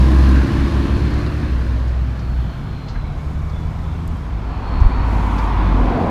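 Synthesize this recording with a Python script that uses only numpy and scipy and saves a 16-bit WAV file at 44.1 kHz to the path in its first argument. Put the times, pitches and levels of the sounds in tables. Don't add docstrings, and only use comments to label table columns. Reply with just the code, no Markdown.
import sys
import numpy as np
from scipy import signal
from scipy.fft import rfft, irfft, next_fast_len
from scipy.io import wavfile
from scipy.ndimage import uniform_filter1d, map_coordinates

SR = 44100
rng = np.random.default_rng(int(sys.argv[2]) if len(sys.argv) > 2 else 0)


def log_audio(samples):
    frames = np.atleast_2d(samples).T
    limited = np.clip(frames, -1, 1)
    pcm = np.round(limited * 32767).astype(np.int16)
    wavfile.write(sys.argv[1], SR, pcm)


N = 269010
TIME = np.arange(N) / SR


def amp(db):
    return 10 ** (np.asarray(db) / 20)


def unit(x):
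    return x / np.sqrt(np.mean(x ** 2) + 1e-20)


def along(points, hz):
    freqs, levels = np.transpose(points)
    return np.interp(np.log(hz + 1), np.log(freqs + 1), levels)


def curves(rows):
    times, *columns = np.transpose(rows)
    return [np.interp(TIME, times, column) for column in columns]


def held(start, end, attack_s, release_s):
    return np.clip(1 + np.minimum((TIME - start) / attack_s, (end - TIME) / release_s), 0, 1)


def swell(peak_s, width_s):
    return np.exp(-((TIME - peak_s) / width_s) ** 2)


def wobble(rate):
    knots = rng.standard_normal(int(N * rate / SR) + 4)
    return map_coordinates(knots, [TIME * rate])


def filtered(x, response):
    size = next_fast_len(N + SR // 2)
    return irfft(rfft(x, size) * response(np.fft.rfftfreq(size, 1 / SR)), size)[:N]


def rush(spectrum, patchy_db):
    bins = signal.stft(rng.standard_normal(N), nperseg=1024)[2]
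    patches = uniform_filter1d(rng.standard_normal(bins.shape), size=6, axis=0)
    patches = uniform_filter1d(patches, size=10, axis=1)
    noise = signal.istft(bins * amp(patchy_db * unit(patches)), nperseg=1024)[1][:N]
    return unit(filtered(noise, lambda hz: amp(along(spectrum, hz))))


def turning(hz, unsteady):
    return 2 * np.pi * (np.cumsum(hz * (1 + unsteady * wobble(25))) / SR + rng.random())


def fuzzy(hz, fuzz_hz):
    phase = turning(hz, unsteady=0.00483)
    return unit(wobble(fuzz_hz) * np.sin(phase) + wobble(fuzz_hz) * np.cos(phase))


def burst(onset, centre_hz, octaves, t60, attack):
    t = np.arange(SR // 4) / SR
    hz = np.fft.rfftfreq(2 * len(t), 1 / SR)
    band = np.exp(-.5 * (np.log2((hz + 1) / centre_hz) / octaves) ** 2)
    modes = unit(irfft(rfft(rng.standard_normal(2 * len(t))) * band))[:len(t)]
    ring = modes * amp(-60 * t / t60) * (1 - np.exp(-t / attack))
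    return np.pad(ring, (round(onset * SR), N))[:N]


def machine(hz, octave_db, unsteady, flutter_db):
    phase = turning(hz, unsteady)
    tone = np.sin(phase) + amp(octave_db) * np.sin(2 * phase)
    return np.sqrt(2) * amp(flutter_db * wobble(9)) * tone


# (frequency [Hz], relative level [dB])
FAR_EQ = [(60, -29), (110, -9.5), (140, -1.5), (168, -9), (184, -12.5), (260, -20), (800, -63)]
HISS_EQ = [(1500, -10), (3500, 5), (5000, 4), (6700, -1.5), (8000, -6), (10000, -15.5), (12000, -19),
           (15000, -31)]
# (time [s], level [dB])
FAR_FADER = [(0, -30), (1.8, -35.5), (2.4, -28), (3, -33.5), (4, -33.5), (4.6, -36.5), (6.1, -43)]
# (time [s], blade rate [Hz], level [dB])
FAN = [(0, 104, -33), (1, 105.5, -25), (3.1, 105.5, -35.5), (3.9, 102.5, -34), (4.4, 103, -33),
       (5.1, 104.5, -46), (6.1, 95.5, -37)]

def site():
    fan_hz, fan_db = curves(FAN)
    fan = amp(fan_db) * machine(fan_hz, octave_db=-15.5, unsteady=0.01396, flutter_db=1.0)
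    idler = amp(-32) * machine(hz=62.05, octave_db=-14, unsteady=0.0094, flutter_db=1.0)
    far = amp(curves(FAR_FADER)[0]) * rush(FAR_EQ, patchy_db=1.3)
    return fan + idler + far + amp(-59) * rush(HISS_EQ, patchy_db=1.1)


# (frequency [Hz], relative level [dB])
WIND_EQ = [(8, -29), (20, -19), (30, -3.5), (45, -8.5), (70, -8.5), (150, -25), (500, -51), (2000, -110)]
# (peak time [s], level [dB], half width [s])
GUSTS = [(3.05, -35, 0.18), (4.82, -23.5, 0.3), (6.08, -36, 0.12)]
# (centre time [s], signed peak pressure [full scale], centre to peak [s])
EDDIES = [(4.821, .78, .003), (4.85, .42, .003), (4.865, -.8, .0042)]

def wind():
    lumps = amp(1.8 * wobble(9))
    strength = amp(-28.5) + sum(amp(db) * swell(s, width) for s, db, width in GUSTS)
    buffet = strength * unit(rush(WIND_EQ, patchy_db=1.2) * lumps)
    swing = lambda u: u * np.exp((1 - u * u) / 2)
    return buffet + sum(push * swing((TIME - s) / half) for s, push, half in EDDIES)


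# (time [s], firing rate [Hz])
LOADER_REVS = [(0, 60), (.5, 62), (2.35, 62.4), (2.65, 51.8), (3.1, 41.4), (3.4, 41.5), (4.2, 52.94),
               (5.05, 53.7), (6.1, 45.1)]
# (start [s], end [s], level [dB])
LOADER_EFFORTS = [(.4, 1.25, -25), (1.55, 2.04, -20.5), (2.33, 2.4, -20.5), (3.0, 3.14, -27),
                  (4.35, 4.5, -25), (4.97, 5.48, -18.3), (5.68, 5.82, -13.8)]

def loader():
    effort = sum(amp(db) * held(start, end, 0.18, 0.15) for start, end, db in LOADER_EFFORTS)
    hz, = curves(LOADER_REVS)
    return (amp(-39.5) + effort) * machine(hz, octave_db=-15, unsteady=0.0068, flutter_db=0.2)


# (frequency [Hz], relative level [dB])
AIR_EQ = [(2000, -29), (5000, 3), (6800, 3.5), (8000, -0.5), (11000, -4.5), (15000, -11)]
# (start [s], end [s], level [dB])
VALVE_BLOWS = [(3.2, 4.25, -63), (5.13, 5.44, -56)]

def air_valve():
    air = unit(filtered(rng.standard_normal(N), lambda hz: amp(along(AIR_EQ, hz))))
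    return air * sum(amp(db) * held(start, end, .13, .13) for start, end, db in VALVE_BLOWS)


# (time [s], gain [dB], band centre [Hz])
GRIT_TICKS = [(.118, -35, 10970), (.29, -34, 10100), (1.315, -46, 10540), (2.008, -50, 10000),
              (2.298, -48, 9550), (4.077, -31, 10500), (4.08, -34, 6200), (4.169, -42, 11000)]

def grit_ticks():
    return sum(amp(db) * burst(s, hz, octaves=0.5, t60=0.0035, attack=0.00013)
               for s, db, hz in GRIT_TICKS)


# (time [s], gain [dB], band centre [Hz], spread [octaves], 60 dB decay [s])
BODY_KNOCKS = [(.618, -45, 4530, .4, .03), (1.139, -32.5, 3940, .6, .029), (1.185, -43, 6500, .4, .03),
               (1.263, -37, 4100, .4, .039), (1.875, -49, 4500, .5, 0.13), (2.192, -42, 4200, 0.4, .077),
               (2.882, -40, 3950, 0.44, 0.19), (2.956, -29, 1390, .45, .07), (2.985, -34, 1090, .4, .072),
               (3.492, -47, 4500, 0.34, .1), (4.8, -43, 4400, 0.47, 0.087), (5.38, -35, 3700, 0.54, 0.093)]

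def dump_body():
    return sum(amp(db) * burst(s, hz, octaves, t60, attack=0.0021)
               for s, db, hz, octaves, t60 in BODY_KNOCKS)


# (start [s], length [s], pitch [Hz], level [dB], flutter rate [Hz])
SQUEALS = [(2.36, 1, 3200, -54, 803), (3.04, .12, 2210, -51, 140), (3.18, .2, 2247, -51.5, 140.5),
           (3.412, 0.18, 2286, -52, 150), (3.532, 0.18, 3440, -52, 85), (3.827, 0.24, 3470, -58, 121)]

def chassis():
    catch = lambda u: np.sin(np.pi * np.cbrt(np.clip(u, 0, 1)))
    return sum(amp(db) * catch((TIME - s) / length) * fuzzy(hz, fuzz_hz)
               for s, length, hz, db, fuzz_hz in SQUEALS)


# (time [s], relative level [dB])
TRUCK_LEVEL = [(0.0, -34.5), (0.51, -33.5), (0.83, -35.5), (1.0, -36.5), (1.34, -38.5), (1.95, -43),
               (2.39, -45), (3.35, -46.5), (4.38, -45.5), (4.62, -42.5), (4.88, -40), (5.56, -36.5),
               (6.1, -38)]

def drive():
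    db, = curves(TRUCK_LEVEL)
    launch = held(0, .32, .12, .12)
    rough = held(5.93, N / SR, 0.29, 0.29)
    return db - db.mean(), launch, rough


def body_panel():
    _, _, rough = drive()
    return amp(-27) * rough * fuzzy(hz=249.6, fuzz_hz=30)


# (peak time [s], pitch at peak [Hz], level [dB], half width [s])
WHINES = [(.2, 1032, -37, 0.32), (5.2, 973, -33, 0.26), (6.08, 1000, -38.5, 0.25)]
WHINE_RISE_HZ_PER_S = 95

def gears():
    return sum(amp(db) * swell(s, width) * fuzzy(hz + WHINE_RISE_HZ_PER_S * (TIME - s), fuzz_hz=130.4)
               for s, hz, db, width in WHINES)


# (time [s], pitch [Hz])
TURBO_PITCH = [(0, 4340), (1.2, 4230), (2.35, 4300), (2.9, 4180), (3.4, 3600), (4.3, 4305), (4.8, 4330),
               (5.35, 4420)]
# (peak time [s], gain [dB], half width [s])
TURBO_SWELLS = [(1.05, -55, 0.53), (2.35, -58, 0.24), (2.85, -54.5, 0.18), (3.12, -67, .16),
                (4.52, -61, 0.16), (4.82, -52.5, 0.21), (5.11, -58.5, 0.14)]

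def turbo():
    hz, = curves(TURBO_PITCH)
    boost = sum(amp(db) * swell(s, width) for s, db, width in TURBO_SWELLS)
    flutter = amp(1.6 * wobble(28.03))
    return boost * flutter * (fuzzy(hz, fuzz_hz=200) + amp(-4) * fuzzy(hz, fuzz_hz=520))


# (time [s], side share [0-1])
TURN = [(0, 0), (1.7, 0.07), (2.6, 0.94), (3.1, 1), (6.1, 0.93)]

def turned(rear_eq, side_eq, patchy_db):
    side, = curves(TURN)
    return np.sqrt(1 - side) * rush(rear_eq, patchy_db) + np.sqrt(side) * rush(side_eq, patchy_db)


# (frequency [Hz], relative level [dB])
ROLLING_REAR_EQ = [(200, -44), (380, -6), (480, -3), (620, -1.5), (780, -8.5), (1300, -25), (3000, -66)]
ROLLING_SIDE_EQ = [(200, -34), (380, 0.5), (470, 1), (560, -1.5), (720, 2), (850, -2.5), (1300, -19),
                   (3000, -68)]
TREAD_EQ = [(400, -38), (700, -6.5), (880, -1.5), (1030, 0), (1200, -6.5), (1500, -15), (2500, -20),
            (5000, -74)]
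GRIT_EQ = [(1500, -37), (3500, -4.5), (5000, -1), (6300, -3.5), (7600, -9.5), (9500, -10), (12000, -15),
           (15000, -23)]
# (time [s], speed [m/s])
ROAD_SPEED = [(0, 0.92), (1.2, 1), (2.6, 1.57), (4.3, 2.6), (4.9, 4.75), (6.1, 3.9)]

def tyres():
    level_db, launch, rough = drive()
    speed, = curves(ROAD_SPEED)
    side, = curves(TURN)
    bumps = wobble(14)
    bite_db = 3 * launch
    rolling_db = -41 + 0.59 * level_db + bite_db + 12.5 * rough + 0.89 * bumps
    tread_db = -45 + level_db + bite_db + 0.14 * bumps
    grit_db = -55 + 0.98 * level_db + bite_db + rough - 7 * side
    rolling = speed ** 0.23 * amp(rolling_db) * turned(ROLLING_REAR_EQ, ROLLING_SIDE_EQ, patchy_db=1.15)
    tread = speed * amp(tread_db) * rush(TREAD_EQ, patchy_db=1.0)
    crunch = unit(rush(GRIT_EQ, patchy_db=.6) * amp(1.3 * wobble(350) + .55 * bumps))
    return rolling + tread + amp(grit_db) * crunch


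# (start [s], end [s], firing tone gain [dB], octave gain [dB], bark gain [dB])
PULLS = [(0, 1.02, -20.5, -29.5, -36), (1.18, 1.45, -24.5, -30.5, -35.5), (3.27, 4.12, -28, -36, -52),
         (5.05, 6.1, -30, -60, -52)]
PULL_ATTACK_S, PULL_RELEASE_S = .15, .13
COAST_TONE_DB, COAST_OCTAVE_DB = -37, -40.5
# (order [x firing rate], relative level [dB])
BARK_ORDERS = [(3, -0.5), (4, -1), (4.749, -1.5), (5.001, -3), (6, -2)]
# (frequency [Hz], gain [dB])
MUFFLER_EQ = [(150, 0), (340, 0), (358, -4), (375, -14), (430, -14)]

def exhaust(hz, phase):
    level_db, launch, _ = drive()
    tone_gain, octave_gain, bark_gain = sum(
        amp(dbs)[:, None] * held(start, end, PULL_ATTACK_S, PULL_RELEASE_S) for start, end, *dbs in PULLS)
    partial = lambda order: np.sqrt(2) * np.sin(order * phase + 2 * np.pi * rng.random())
    tone = (tone_gain + amp(COAST_TONE_DB)) * amp(10.5 * launch + 1.36 * wobble(17)) * partial(0.98)
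    octave = (octave_gain + amp(COAST_OCTAVE_DB)) * amp(3.5 * launch) * partial(2)
    bark = sum(amp(db + along(MUFFLER_EQ, order * hz) + 1.94 * wobble(12)) * partial(order)
               for order, db in BARK_ORDERS)
    return tone + octave + amp(level_db) * bark_gain * bark


# (frequency [Hz], relative level [dB])
RUMBLE_EQ = [(45, -31), (80, -1.5), (120, 1), (165, 1), (190, 0.5), (255, 2), (340, -4.5), (400, -12),
             (600, -19.5), (1200, -88)]
CLATTER_REAR_EQ = [(600, -34), (1100, 1), (1350, -3), (1630, 0.5), (1900, -4), (2120, -8), (2350, -7),
                   (2750, -9.5), (3400, -13), (4250, -13.5), (5200, -22), (8000, -46)]
CLATTER_SIDE_EQ = [(600, -47), (1100, 0), (1400, 1), (1850, -7.5), (2280, -7), (2800, -12.5), (3300, -12),
                   (3900, -15.5), (5200, -25), (8000, -48)]
# (time [s], firing rate [Hz])
TRUCK_REVS = [(0, 66), (.55, 68), (1.45, 75.6), (1.75, 75), (2.5, 64.5), (3.25, 74), (4.2, 83.3), (4.6, 89),
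              (6.1, 89.6)]

def truck_engine():
    hz, = curves(TRUCK_REVS)
    level_db, _, rough = drive()
    phase = turning(hz, unsteady=0.0042)
    tones = exhaust(hz, phase)
    puffs = unit(rush(RUMBLE_EQ, patchy_db=1.0) * (1 + 0.38 * np.cos(phase)))
    rumble = amp(-30.5 + 1.185 * level_db + 5.5 * rough) * puffs
    panels = turned(CLATTER_REAR_EQ, CLATTER_SIDE_EQ, patchy_db=1.5)
    throb = 1 + 0.048 * np.cos(phase) + 0.054 * np.cos(phase / 2)
    load = np.max([held(start, end, PULL_ATTACK_S, PULL_RELEASE_S) for start, end, *_ in PULLS], axis=0)
    clatter = amp(-40 + level_db + 0.5 * load) * unit(panels * throb)
    return tones + rumble + clatter


def scene():
    mix = truck_engine() + loader() + site() + tyres() + turbo() + gears()
    mix += body_panel() + chassis() + dump_body() + grit_ticks() + air_valve() + wind()
    return mix[None]


def record(dry):
    return filtered(np.clip(dry[0], -1, 1), lambda hz: hz < 15250)[None]


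dry = scene()
out = record(dry)
log_audio(out)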